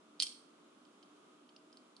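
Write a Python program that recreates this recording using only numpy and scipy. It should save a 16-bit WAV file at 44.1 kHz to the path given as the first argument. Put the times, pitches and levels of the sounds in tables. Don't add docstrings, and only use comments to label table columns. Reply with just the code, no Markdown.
import sys
import numpy as np
from scipy import signal
from scipy.fft import rfft, irfft
from scipy.io import wavfile
from scipy.ndimage import uniform_filter1d

SR = 44100
rng = np.random.default_rng(int(sys.argv[2]) if len(sys.argv) > 2 else 0)


def unload_audio(sound):
    columns = np.transpose(np.atleast_2d(sound))
    steps = np.round(np.clip(columns, -1, 1) * 32767)
    wavfile.write(sys.argv[1], SR, steps.astype(np.int16))


N = 88200
BIN_HZ = np.arange(N // 2 + 1) * SR / N
OPPOSITE = np.array([[1], [-1]])


def gain(db):
    return 10 ** (np.asarray(db) / 20)


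def pan(db):
    return gain(OPPOSITE * db / 2)


def unit(x):
    return x / np.sqrt(np.mean(x ** 2))


def curve(points):
    hz, values = np.array(points, float).T
    return np.interp(np.log(BIN_HZ + 1), np.log(hz), values)


def colour(x, points):
    return irfft(rfft(x) * gain(curve(points)), N)


def wander(rate):
    hold = int(SR / rate)
    steps = np.repeat(rng.standard_normal(N // hold + 1), hold)
    return unit(uniform_filter1d(uniform_filter1d(steps, hold), hold)[:N])


# frequency in Hz, relative level in dB.
AIR_TONE = [(25, -47), (70, -32), (135, -20), (180, -7.5), (250, 2), (400, -4.5), (540, -7.5), (850, -11.5),
            (1250, -5.5), (1800, -20), (3300, -17), (4600, -23), (7000, -24.5), (11000, -29)]
# frequency in Hz, likeness (1 means the same).
EAR_LIKENESS = [(30, .3), (130, 1), (300, .88), (600, .2), (1200, .2), (3000, .1), (10000, .05)]
# pitch in Hz, base level in dB.
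HUM_NOTES = [(298, -71), (360.5, -77.5), (420, -82), (637, -82.5), (1249, -83.5), (3095, -86.5),
             (3634, -93)]
# time in seconds, level added in dB.
HUM_SWELL = [(0, 3), (.45, -7.5), (.65, 2), (.85, -3.5), (1.1, -1), (1.33, 4), (1.48, -1.5), (1.8, 3),
             (2, -6)]


def ventilation():
    shared, apart = rfft(rng.standard_normal((2, N)))
    alike = curve(EAR_LIKENESS)
    air = irfft(shared * np.sqrt(1 + alike) + OPPOSITE * apart * np.sqrt(1 - alike), N)
    air = unit(colour(air, AIR_TONE)) * gain(-64.5 + .6 * wander(5.8))
    hum = np.zeros(N)
    waver_db, drift_hz = 3, 2.5
    for hz, db in HUM_NOTES:
        waver = gain(waver_db * wander(8.7))
        phase = 2 * np.pi * np.cumsum(hz + drift_hz * wander(16)) / SR
        hum += gain(db) * unit(waver * np.sin(phase))
    swell_db = np.interp(np.arange(N) / SR, *np.array(HUM_SWELL).T)
    left, right = air + hum * gain(swell_db)
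    late_left = np.roll(left, int(.00012 * SR))
    return pan(-1.04) * np.array([late_left, right])


def fade(t, fade_s):
    return (t >= 0) * np.exp(-np.log(1000) * np.maximum(t, 0) / fade_s)


# start in seconds, level in dB, the pitch that the struck spot
# favours in Hz, boost near that pitch in dB, treble change in dB.
KNOCKS = [(0.196, -44, 4100, 5, -6), (0.2002, -23, 4560, 7, -4), (0.2007, -40, 2500, 10, -11),
          (0.206, -33, 5700, 8, -1), (0.2122, -29.5, 4200, -1, -3), (0.222, -25.5, 4200, 2, 1.5),
          (.2232, -27, 4450, 9.5, -2), (0.2235, -26, 4440, 3, 9.5), (0.2262, -35.5, 8400, 9, 6.5),
          (.2286, -32.5, 5380, 12.5, 4), (0.2305, -33, 3120, 6.5, 8.5), (0.2314, -35, 5650, 19, 6),
          (.2327, -31, 5330, 12, -7.5), (.2676, -36.5, 5080, 9.5, -12.5), (0.2694, -42.5, 3100, 6.5, -1),
          (0.3233, -50.5, 3150, 6.5, -10.5), (0.8517, -58.5, 3120, 7.5, -9), (1.0278, -57, 3190, 6.5, -9),
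          (1.0320, -57.5, 5100, 2.5, -13), (1.4905, -61.5, 3080, 12.5, -6), (1.4935, -64.5, 4300, 8, -8),
          (1.5634, -53, 4940, 8.5, -6.5), (1.5632, -58, 2800, 23, -16), (1.7280, -57.5, 4980, 9.5, 4),
          (1.7712, -55, 4750, 16, 2), (1.966, -57, 4280, 12.5, 5)]
# pitch in Hz, level in dB,
# seconds to fade by 60 dB, left minus right in dB.
METAL_NOTES = [(2480, -15, 0.011, 1.5), (2850, -18, 0.013, 4), (3112, -10, 0.017, -8),
               (4066, -12.5, 0.0075, -6), (4340, -6.5, 0.0091, -3), (4527, -6.5, 0.012, -3),
               (4983, -7, 0.015, -2.5), (5230, -11, 0.013, 3.5), (5730, -16.5, 0.00795, -1),
               (6550, -17.5, 0.0079, -10), (7650, -19.5, 0.0073, -3), (8330, -12, .011, -1),
               (9120, -14.5, 0.014, -3), (9710, -15, .011, -3.5), (10800, -21.5, .007, -11.5)]
# frequency in Hz, level change in dB.
RING_TONE = [(500, -16), (1800, -4.5), (2500, 3.5)]
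# frequency in Hz, level change in dB.
CRACK_TONE = [(100, -26), (600, -20), (1100, -11.5), (1900, -15), (2600, -6), (4600, 4), (6800, -8.5),
              (9000, -1), (11000, -11)]


def puzzle():
    rings, cracks = np.zeros((2, 2, N + SR))
    t = np.arange(SR // 10) / SR
    hz, note_db, fade_s, pan_db = np.array(METAL_NOTES, float).T
    treble = 1 / (1 + (7000 / hz) ** 8)
    rise_s, ear_lag_s, favour_octaves, scatter_db = .0003, .00002, .075, 1.4
    rise = 1 - np.exp(-(t / rise_s) ** 2)
    for start, level_db, favoured_hz, boost_db, treble_db in KNOCKS:
        scatter, spread = rng.standard_normal((2, len(hz)))
        favour = np.exp(-.5 * (np.log2(hz / favoured_hz) / favour_octaves) ** 2)
        strength = gain(note_db + boost_db * favour + treble_db * treble + scatter_db * scatter)
        phase_gap = .29 * spread + 2 * np.pi * hz * ear_lag_s
        ring = np.zeros((2, len(t)))
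        for k in range(len(hz)):
            note = np.sin(2 * np.pi * hz[k] * t + OPPOSITE * phase_gap[k] / 2)
            ring += strength[k] * pan(pan_db[k]) * fade(t, fade_s[k]) * note
        crack = rng.standard_normal((2, len(t))) * fade(t, fade_s=.011)
        i = int(start * SR)
        rings[:, i:i + len(t)] += gain(level_db) * ring * rise
        cracks[:, i:i + len(t)] += gain(level_db + treble_db / 2) * crack
    return colour(rings[:, :N], RING_TONE) + gain(-3) * pan(-6.5) * colour(cracks[:, :N], CRACK_TONE)


# frequency in Hz, relative level in dB.
ECHO_TONE = [(500, -1.5), (2000, 3), (3100, -3.5), (4000, -4.5), (4550, -0.5), (5400, -2.5), (6500, 1.5),
             (8500, 2.5), (11000, -1.5)]


def echoes(sound, fade_s, delay_s):
    noise = colour(rng.standard_normal((2, N)), ECHO_TONE)
    tail = unit(noise * fade(np.arange(N) / SR - delay_s, fade_s)) / np.sqrt(N)
    mono = sound.mean(axis=0, keepdims=True)
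    return signal.fftconvolve(mono, tail, axes=1)[:, :N]


def scene():
    background = ventilation()
    clicks = puzzle()
    hands_and_table = gain(-6) * echoes(clicks, fade_s=.041, delay_s=.0015)
    walls = gain(-7) * pan(-2.5) * echoes(clicks, fade_s=.41, delay_s=.0048)
    return background + clicks + hands_and_table + walls


def record(dry):
    return signal.sosfilt(signal.ellip(10, .2, 70, 11150, fs=SR, output="sos"), dry)


dry = scene()
out = record(dry)
unload_audio(out)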